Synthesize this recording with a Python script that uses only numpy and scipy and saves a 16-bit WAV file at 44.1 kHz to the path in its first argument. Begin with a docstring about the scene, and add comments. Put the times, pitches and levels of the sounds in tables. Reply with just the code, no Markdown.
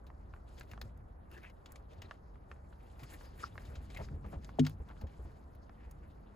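"""Young rabbits in a hutch

Outdoors on a still day, young rabbits shuffle and hop in a wooden hutch with a wire floor. Claws tap wood and
scratch wire as decaying resonances; fur and paws scuff and rub as shaped noise; landing paws and shifting
weight ring the floor; one hind foot knocks a wall panel. A distant rumble and still air lie under all, as
coloured noise. A pocket recorder with two ports stands close by, at the open front."""
import sys
import numpy as np
from scipy import signal
from scipy.fft import rfft, irfft, next_fast_len
from scipy.io import wavfile
from scipy.ndimage import uniform_filter1d

SR = 44100
rng = np.random.default_rng(int(sys.argv[2]) if len(sys.argv) > 2 else 0)


def inscribe(sig):
    """Save sig as 16-bit PCM at rate SR to the path in sys.argv[1].

    A 1-D sig is mono; a 2-D sig holds one channel per row.
    Samples are clipped to [-1, 1] before scaling.
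    """
    pcm = np.round(np.clip(np.atleast_2d(sig).T, -1, 1) * 32767)
    wavfile.write(sys.argv[1], SR, pcm.astype(np.int16))


N = 280322

# floor board resonances: (frequency [Hz], width [Hz], relative level [dB])
BOARD_MODES = [(136.4, 39.7, 2.5), (205.6, 76, -2), (300, 170, -8.5)]
# how restless the litter is, as level of the soft scuffing: (time [s], level [dB])
RESTLESSNESS = [(0.0, -83), (0.76, -79), (1.06, -83.5), (1.88, -80.5), (2.39, -82), (3.2, -72), (3.86, -72),
                (4.2, -78), (5.19, -78.5), (5.52, -79), (6.36, -78.5)]


def from_db(db):
    """Decibels to gain."""
    return 10 ** (np.asarray(db) / 20)


def rms_one(x):
    """Scale to rms 1."""
    return x / np.sqrt(np.mean(x ** 2) + 1e-20)


def peak_at(x, db):
    """Scale to a peak level."""
    return x / np.abs(x).max() * from_db(db)


def in_time(rows):
    """Read the columns of a time table at every sample."""
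    s, *columns = np.transpose(rows)
    return [np.interp(np.arange(N) / SR, s, c) for c in columns]


def at_hz(points, hz):
    """Read a spectrum table on a log-frequency axis."""
    table_hz, values = np.array(points).T
    return np.interp(np.log(hz + 1), np.log(table_hz), values)


def colour(x, points):
    """Shape the spectrum by a table of levels."""
    size = next_fast_len(N)
    gain = from_db(at_hz(points, np.fft.rfftfreq(size, 1 / SR)))
    return irfft(rfft(x, size) * gain, size)[..., :N]


def band(x, low_hz, high_hz):
    """Band-pass."""
    return signal.sosfilt(signal.butter(2, [low_hz, high_hz], "band", fs=SR, output="sos"), x)


def resonate(x, hz, width_hz):
    """One damped resonance with a gain of about 1 at its top."""
    r = np.exp(-np.pi * width_hz / SR)
    feedback = [1, -2 * r * np.cos(2 * np.pi * hz / SR), r * r]
    return signal.lfilter([(1 - r * r) / 2, 0, (r * r - 1) / 2], feedback, x)


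def pan(x, place):
    """Place a source from -1 (right) to 1 (left): that share of it is the left-right difference."""
    return x * np.array([[1 + place], [1 - place]])


def drift(rate):
    """Slow random wander with rms 1, made of noise low-passed around a rate in Hz."""
    r = np.exp(-2 * np.pi * rate / SR)
    wander = signal.lfilter([1], [1, -2 * r, r * r], rng.standard_normal(N + SR))
    return rms_one(wander[SR:])   # the first second lets the filter settle


def add(out, s, sound):
    """Mix a short sound in at a time."""
    i = round(s * SR)
    out[..., i:i + sound.shape[-1]] += sound[..., :N - i]


def scratches(rise_s=0.0013):
    """A jitter of tiny claw slips swells within milliseconds and dies; the wire favours one band and ticks on top."""
    # claws skidding on wire:
    # (time [s], skid peak [dB], loudest frequency [Hz], tick level [dB], decay by 60 dB [s])
    skid_rows = [(0.0652, -55.5, 3860, -72, 0.068), (0.578, -53, 3300, -78, 0.07),
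                 (0.5957, -64, 4470, -61.5, 0.016), (0.609, -42, 1610, -69, 0.012),
                 (0.6305, -57, 2480, -73, 0.026), (0.7129, -42, 2500, -61.5, 0.03),
                 (0.8133, -33, 4040, -53.5, 0.03), (0.9734, -87.5, 1640, -78, 0.024),
                 (1.3135, -47.5, 2700, -65.5, 0.019), (1.3352, -65, 2650, -70, 0.12),
                 (1.3757, -50, 1760, -71, 0.045), (1.43, -52.5, 1700, -71, 0.046),
                 (1.4975, -54.5, 2170, -74, 0.028), (1.658, -44, 3300, -68, 0.042),
                 (1.7192, -54, 1560, -57.5, 0.015), (1.7569, -45, 2180, -100, 0.032),
                 (1.931, -57.5, 4070, -80, 0.054), (2.018, -40, 2620, -61, 0.041),
                 (2.152, -69, 1610, -88, 0.04), (2.9921, -51.5, 4800, -72, 0.13),
                 (3.032, -43.5, 2160, -59.5, 0.05), (3.1362, -48.5, 4030, -73, 0.04),
                 (3.249, -55.5, 2340, -79, 0.076), (3.3767, -60, 4660, -68.5, 0.037),
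                 (3.4023, -50.5, 2340, -73, 0.074), (3.6503, -50.5, 3480, -72, 0.081),
                 (3.753, -47, 1560, -69, 0.072), (3.9002, -49, 2100, -72, 0.073),
                 (3.946, -44, 2030, -75, 0.035), (3.971, -37, 2110, -58.5, 0.034),
                 (4.2602, -56.5, 1870, -73, 0.056), (4.34, -55, 1500, -91, 0.023),
                 (4.4444, -46, 4660, -79, 0.028), (4.5927, -30, 3330, -58.5, 0.034),
                 (4.649, -38, 2820, -67, 0.031), (4.6646, -28, 4600, -50.5, 0.032),
                 (4.695, -46.5, 3490, -60, 0.015), (4.8868, -55, 1920, -73, 0.047),
                 (5.011, -49, 4300, -65, 0.045), (5.0685, -55, 1770, -75, 0.05),
                 (5.5483, -61, 1800, -72.5, 0.037), (5.91, -59, 6740, -62, 0.028)]
    out, t = np.zeros(N), np.arange(3500) / SR
    noises = rng.standard_normal((len(skid_rows), len(t)))
    for (s, db, hz, tick_db, t60), noise in zip(skid_rows, noises):
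        swell = 1 - np.exp(-(t / rise_s) ** 2)
        jitter = noise * from_db(-60 * t / max(t60, .004)) * swell
        skid = resonate(jitter, hz, 0.15 * hz) + 0.86 * band(jitter, 540, 6430)
        tick = band(jitter, 5200, 22000)
        tick_rms = np.std(tick[:SR // 50])   # over the first 20 ms
        add(out, s, peak_at(skid, db) + from_db(tick_db) * tick / tick_rms)
    return out


def taps(place=-0.17):
    """One short rounded claw contact sets off a heavily damped ring; the wood keeps the treble down."""
    # single claw taps on wood: (time [s], peak [dB], pitch that scales both resonances [Hz])
    tap_rows = [(0.102, -46, 1010), (0.338, -41.5, 1100), (0.363, -56, 1240), (0.611, -39.5, 1600),
                (0.735, -40.5, 1320), (0.777, -44, 1070), (2.094, -59, 1410), (2.111, -35, 1200),
                (2.357, -54.5, 1250), (2.515, -38, 1310), (2.562, -58.5, 1130), (2.727, -49, 1060),
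                (3.21, -48, 1190), (3.556, -44, 980), (3.579, -35, 1300), (4.047, -51, 1840),
                (4.087, -46.5, 1650), (4.492, -42.5, 1100), (4.912, -50, 991), (4.967, -55, 1310),
                (5.695, -48.5, 1210)]
    out, t = np.zeros((2, N)), np.arange(600) / SR
    noises = rng.standard_normal((len(tap_rows), len(t)))
    for (s, db, hz), noise in zip(tap_rows, noises):
        strike = (t == 0) + 0.13 * noise * np.exp(-t / 0.0032)
        ring = resonate(resonate(strike, 1.136 * hz, 0.69 * hz), 0.48 * hz, 0.48 * hz)
        dulled = signal.lfilter([.4], [1, -.6], ring)
        add(out, s, pan(peak_at(dulled, db), place))
    return out


def rubs(rough_db=5.0):
    """A swell of stick-slip friction noise passes through a resonance; the level is that of the swell's middle."""
    # rubs that favour one band: (middle [s], length [s], frequency [Hz], width [Hz], level [dB])
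    rub_rows = [(1.346, 0.037, 2700, 400, -68), (1.35, 0.0092, 1720, 400, -63),
                (1.37, 0.007, 1730, 300, -56.5), (1.382, 0.008, 1750, 400, -61),
                (1.446, 0.015, 1610, 925, -58), (1.458, 0.039, 2200, 1230, -59.5),
                (3.439, 0.013, 1210, 950, -48), (3.443, 0.0067, 1330, 300, -38.5),
                (3.444, 0.033, 5000, 1550, -57), (3.745, 0.083, 500, 666, -66),
                (2.057, 0.01, 4050, 700, -66), (3.269, 0.018, 4900, 500, -67),
                (3.463, 0.0074, 1200, 1500, -67), (3.974, 0.016, 2140, 1500, -51.5),
                (4.001, 0.027, 533, 910, -48.5), (4.254, 0.018, 475, 850, -54.5),
                (4.338, 0.029, 500, 910, -51.5), (4.901, 0.035, 860, 1460, -60),
                (5.023, 0.013, 442, 676, -56.5), (5.827, 0.07, 1700, 1900, -71.5)]
    out, t = np.zeros(N), (np.arange(8000) - 4000) / SR
    rough = from_db(rough_db * np.tanh(drift(150)))
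    noises = rng.standard_normal((len(rub_rows), len(t)))
    for (s, length, hz, width_hz, db), noise in zip(rub_rows, noises):
        swell = np.exp(-.5 * (2 * t / length) ** 2)
        start = round((s + t[0]) * SR)
        friction = noise * rough[start:start + len(t)]
        sing = swell * resonate(resonate(friction, hz, width_hz), hz, 0.5 * width_hz)
        add(out, s + t[0], from_db(db) * sing * np.linalg.norm(swell) / np.linalg.norm(sing))
    return out


def scuffing(lead_s=.06):
    """Gain of the scuffing: the restless undertone plus each shuffle's rise, hold and fall, added as power."""
    # single shuffles of fur and paws: (time [s], held for [s], level [dB])
    shuffle_rows = [(.07, .03, -79), (.34, 0.039, -77), (.485, 0.1, -72.5), (.585, 0.031, -64.5),
                    (.7, .04, -68), (.825, 0.028, -68), (1.315, 0.19, -69.5), (1.67, .14, -72.5),
                    (1.915, 0.022, -68.5), (2.03, 0.027, -67.5), (2.09, 0.049, -72), (2.5, 0.033, -75),
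                    (2.8, .17, -75.5), (3.0, 0.054, -65), (3.1, 0.042, -60.5), (3.21, 0.055, -66.5),
                    (3.3, 0.056, -78), (3.401, 0.074, -62.5), (3.6, 0.13, -69), (3.78, 0.086, -75.5),
                    (3.91, 0.14, -64), (4.28, 0.049, -70), (4.44, 0.061, -70), (4.586, 0.023, -69.5),
                    (4.65, 0.032, -61), (4.885, 0.077, -73.5), (5.09, 0.054, -71.5), (5.2, 0.17, -73.5),
                    (5.82, 0.05, -93)]
    rise_db_per_s, fall_db_per_s = 505, 317
    power = from_db(in_time(RESTLESSNESS)[0]) ** 2
    t = np.arange(SR // 2) / SR - lead_s   # the rise comes ahead of the hold
    for s, hold, db in shuffle_rows:
        loss_db = np.maximum(-rise_db_per_s * t, fall_db_per_s * (t - hold))
        add(power, max(s - lead_s, 0), from_db(2 * (db - np.maximum(loss_db, 0))))
    return np.sqrt(power)


def scuff(per_s=900, spread_db=3.0, surge_db=0.5, patchy_db=4.0, place=0.7, apart=0.22):
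    """Uneven grains of hair and straw over a soft brush noise; each size of grain surges partly on its own."""
    # colour of the scuffing: (frequency [Hz], relative level per Hz [dB])
    scuff_spectrum = [(300, 14.5), (800, 9), (2000, 3), (3400, -2.5), (4700, 0), (6000, -5.5), (7500, -7),
                      (11000, -9.5), (16000, -15)]
    out, edges = 0, np.geomspace(250, 17000, 10)
    # a busier litter rustles brighter: 0.19 dB per octave for each dB of restlessness above -77.5
    tilt_db = 0.19 * (in_time(RESTLESSNESS)[0] + 77.5)
    for low, high in zip(edges, edges[1:]):
        sizes = from_db(spread_db * np.minimum(rng.exponential(1, N), 4)) * rng.standard_normal(N)
        grains = sizes * (rng.random(N) < per_s / SR)
        brush, side = rng.standard_normal((2, N))
        both = pan(rms_one(grains + 0.34 * brush), place) + apart * side * [[1], [-1]]
        surge = from_db(patchy_db * drift(16.1) + tilt_db * np.log2(low / 1500))
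        out = out + surge * band(both, low, high)
    litter = colour(out, scuff_spectrum)
    litter /= np.std(band(litter.mean(axis=0), 890, 13400))
    return scuffing() * from_db(surge_db * drift(18.0)) * litter


def thuds(contact_s=0.0034):
    """A soft padded push sets the floor under the paw ringing for a few cycles and briefly rattles the boards."""
    # paws landing: (time [s], ring peak [dB], ring frequency [Hz])
    landing_rows = [(0.6, -50, 106), (0.828, -45, 72), (0.852, -44, 95), (1.984, -42.5, 84),
                    (2.041, -44, 84), (3.024, -43, 125), (3.648, -51, 64), (3.684, -41, 71.4),
                    (3.729, -43, 73.4), (3.769, -42, 73), (3.998, -37.5, 121), (4.009, -38, 76),
                    (4.051, -45, 64.6), (4.11, -40.5, 141), (4.116, -41.5, 78), (4.143, -38, 81),
                    (4.232, -47, 110), (4.259, -38.5, 73.5), (4.269, -42, 166), (4.319, -45, 81),
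                    (4.336, -42.5, 155), (4.368, -38, 71.3), (4.799, -38.5, 64.7), (5.018, -45, 213),
                    (5.035, -33, 74), (5.191, -38, 60.4), (5.249, -39.5, 71), (5.868, -45.5, 63.5)]
    ring_cycles = 11.5   # until the ring is 60 dB down
    rattle_db, rattle_t60_s = -9.5, 0.11   # rattle peak relative to the ring peak, decay by 60 dB
    out, t = np.zeros(N), np.arange(9000) / SR
    noises = rng.standard_normal((len(landing_rows), len(t)))
    for (s, db, hz), noise in zip(landing_rows, noises):
        push = 1 - np.exp(-t / contact_s)
        ring = from_db(-60 * t * hz / ring_cycles) * push * np.sin(2 * np.pi * hz * t)
        shake = noise * push * from_db(-60 * t / rattle_t60_s)
        rattle = sum(from_db(g) * resonate(resonate(shake, f, w), f, 2 * w) for f, w, g in BOARD_MODES)
        add(out, s, peak_at(ring, db) + peak_at(rattle, db + rattle_db))
    return out


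def knock():
    """A hind foot hits the wall panel: its modes build up at their own pace, most low ones slower, and ring out."""
    # wall panel modes: (frequency [Hz], level relative to the knock [dB], decay by 60 dB [s], build-up [s])
    panel_modes = [(96, -20.5, 0.67, 0.0052), (149.5, 4.5, 0.2, 0.022), (254.7, 12.5, 0.12, 0.023),
                   (322, -11.5, 0.12, 0.0069), (430, -9, 0.077, 0.002), (670, -4.5, 0.022, 0.00081),
                   (754, -17, 0.027, 0.0013)]
    knock_s, knock_db = 4.587, -14.5
    out, t = np.zeros(N), np.arange(SR // 2) / SR
    rings = 0
    for hz, db, t60, rise in panel_modes:
        envelope = from_db(db - 60 * t / t60) * (1 - np.exp(-t / rise)) ** 2
        rings = rings + envelope * np.sin(2 * np.pi * hz * t)
    add(out, knock_s, from_db(knock_db) * rings)
    return out


def floor():
    """Shifting weight drives the floor frame and the boards like soft random pushes."""
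    # weight shifting on the floor: (time [s], frame level [dB], board level [dB])
    weight_rows = [(0.0, -53.5, -64), (0.51, -53.5, -65), (0.8, -49, -61.5), (1.13, -54.5, -66.5),
                   (1.52, -59, -66), (2.83, -53.5, -65), (3.43, -54, -62.5), (3.98, -47.5, -58),
                   (4.11, -49.5, -55.5), (5.61, -57, -64.5), (5.98, -53.5, -61.5), (6.36, -58, -64.5)]
    # floor frame resonances: (frequency [Hz], width [Hz], relative level [dB])
    frame_modes = [(49, 18.8, 0.5), (68.2, 21.8, -3.5), (88, 33.8, -7.5)]
    out = 0
    for db, modes in zip(in_time(weight_rows), (frame_modes, BOARD_MODES)):
        push, ring = rng.standard_normal(N), 0
        for k, (hz, width_hz, gain_db) in enumerate(modes):
            mode = resonate(resonate(push, hz, width_hz), hz, 2.5 * width_hz)
            ring = ring + (-1) ** k * from_db(gain_db) * mode   # neighbours in opposite phase
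        level = np.sqrt(uniform_filter1d(ring ** 2, size=2600) + 1e-12)   # pushes of even strength
        out = out + from_db(db) * ring / level
    return out


def hutch(x):
    """A few dull echoes off the plank walls, every second one swapped between the sides."""
    # wall echoes: (delay [s], level [dB])
    wall_echoes = [(.0036, -22.5), (.0061, -21.5), (.0094, -16.5), (.014, -30)]
    dull, out = signal.lfilter([.45], [1, -.55], x), x.copy()
    for k, (s, db) in enumerate(wall_echoes):
        add(out, s, from_db(db) * dull[::(-1) ** k])
    return out


def air(level_db=-59.5):
    """Distant rumble and still air: steady noise from all sides, with equally strong mid and side parts."""
    # colour of the background: (frequency [Hz], relative level per Hz [dB])
    air_spectrum = [(25, -9.5), (50, 2), (75, 0), (150, -18.5), (500, -18), (800, -19.5), (1250, -25.5),
                    (1900, -34.5), (2900, -58), (7000, -71), (11000, -49), (14000, -62), (17000, -77)]
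    mid, side = rms_one(colour(rng.standard_normal((2, N)), air_spectrum))
    return from_db(level_db) * (mid + side * [[1], [-1]])


def scene():
    """Claws and rubs echo in the hutch; scuffing, floor, knock and air join them dry."""
    near = hutch(taps() + pan(scratches(), 0.67) + pan(rubs(), 0.7))
    return near + scuff() + pan(floor() + thuds(), 0.44) + pan(knock(), 0.49) + air()


def record(dry):
    """Two close ports: their difference varies with pitch and leads in phase; the top treble is one shared signal."""
    # left-right difference: (frequency [Hz], gain [dB])
    difference_gain = [(60, -13.5), (130, -7.5), (290, -1), (640, 3), (1400, 2.5), (3000, -2.5),
                       (6000, 2.5)]
    # phase lead of the difference: (frequency [Hz], lead [rad])
    difference_lead = [(130, 1.2), (300, 1.2), (800, 1.19), (2500, 1.46), (4500, 0.11)]
    # left port over right port: (frequency [Hz], level [dB])
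    left_over_right = [(1400, -0.5), (2500, 3.5), (5800, -13), (6500, -31)]
    turn_from_hz, turn_hz, cutoff_hz = 6830, 4330, 16600
    size = next_fast_len(N)
    hz = np.fft.rfftfreq(size, 1 / SR)
    left, right = rfft(dry, size)
    mid, side = (left + right) / 2, (left - right) / 2
    side = side * from_db(at_hz(difference_gain, hz)) * np.exp(1j * at_hz(difference_lead, hz))
    lift = from_db(at_hz(left_over_right, hz) / 2)
    shared = np.clip((hz - 5900) / 500, 0, 1)   # from 6400 Hz up both ports carry the mid alone
    # the right leads by one more full turn for every turn_hz, half of it on each port
    turn = np.exp(1j * np.pi * np.maximum(hz - turn_from_hz, 0) / turn_hz)
    left_port = (1 - shared) * (mid + side) * lift + shared * mid / turn
    right_port = (1 - shared) * (mid - side) / lift + shared * mid * turn
    ports = irfft([left_port, right_port], size)[:, :N]
    return signal.sosfilt(signal.cheby2(12, 70, cutoff_hz, fs=SR, output="sos"), ports)


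dry = scene()
out = record(dry)
inscribe(out)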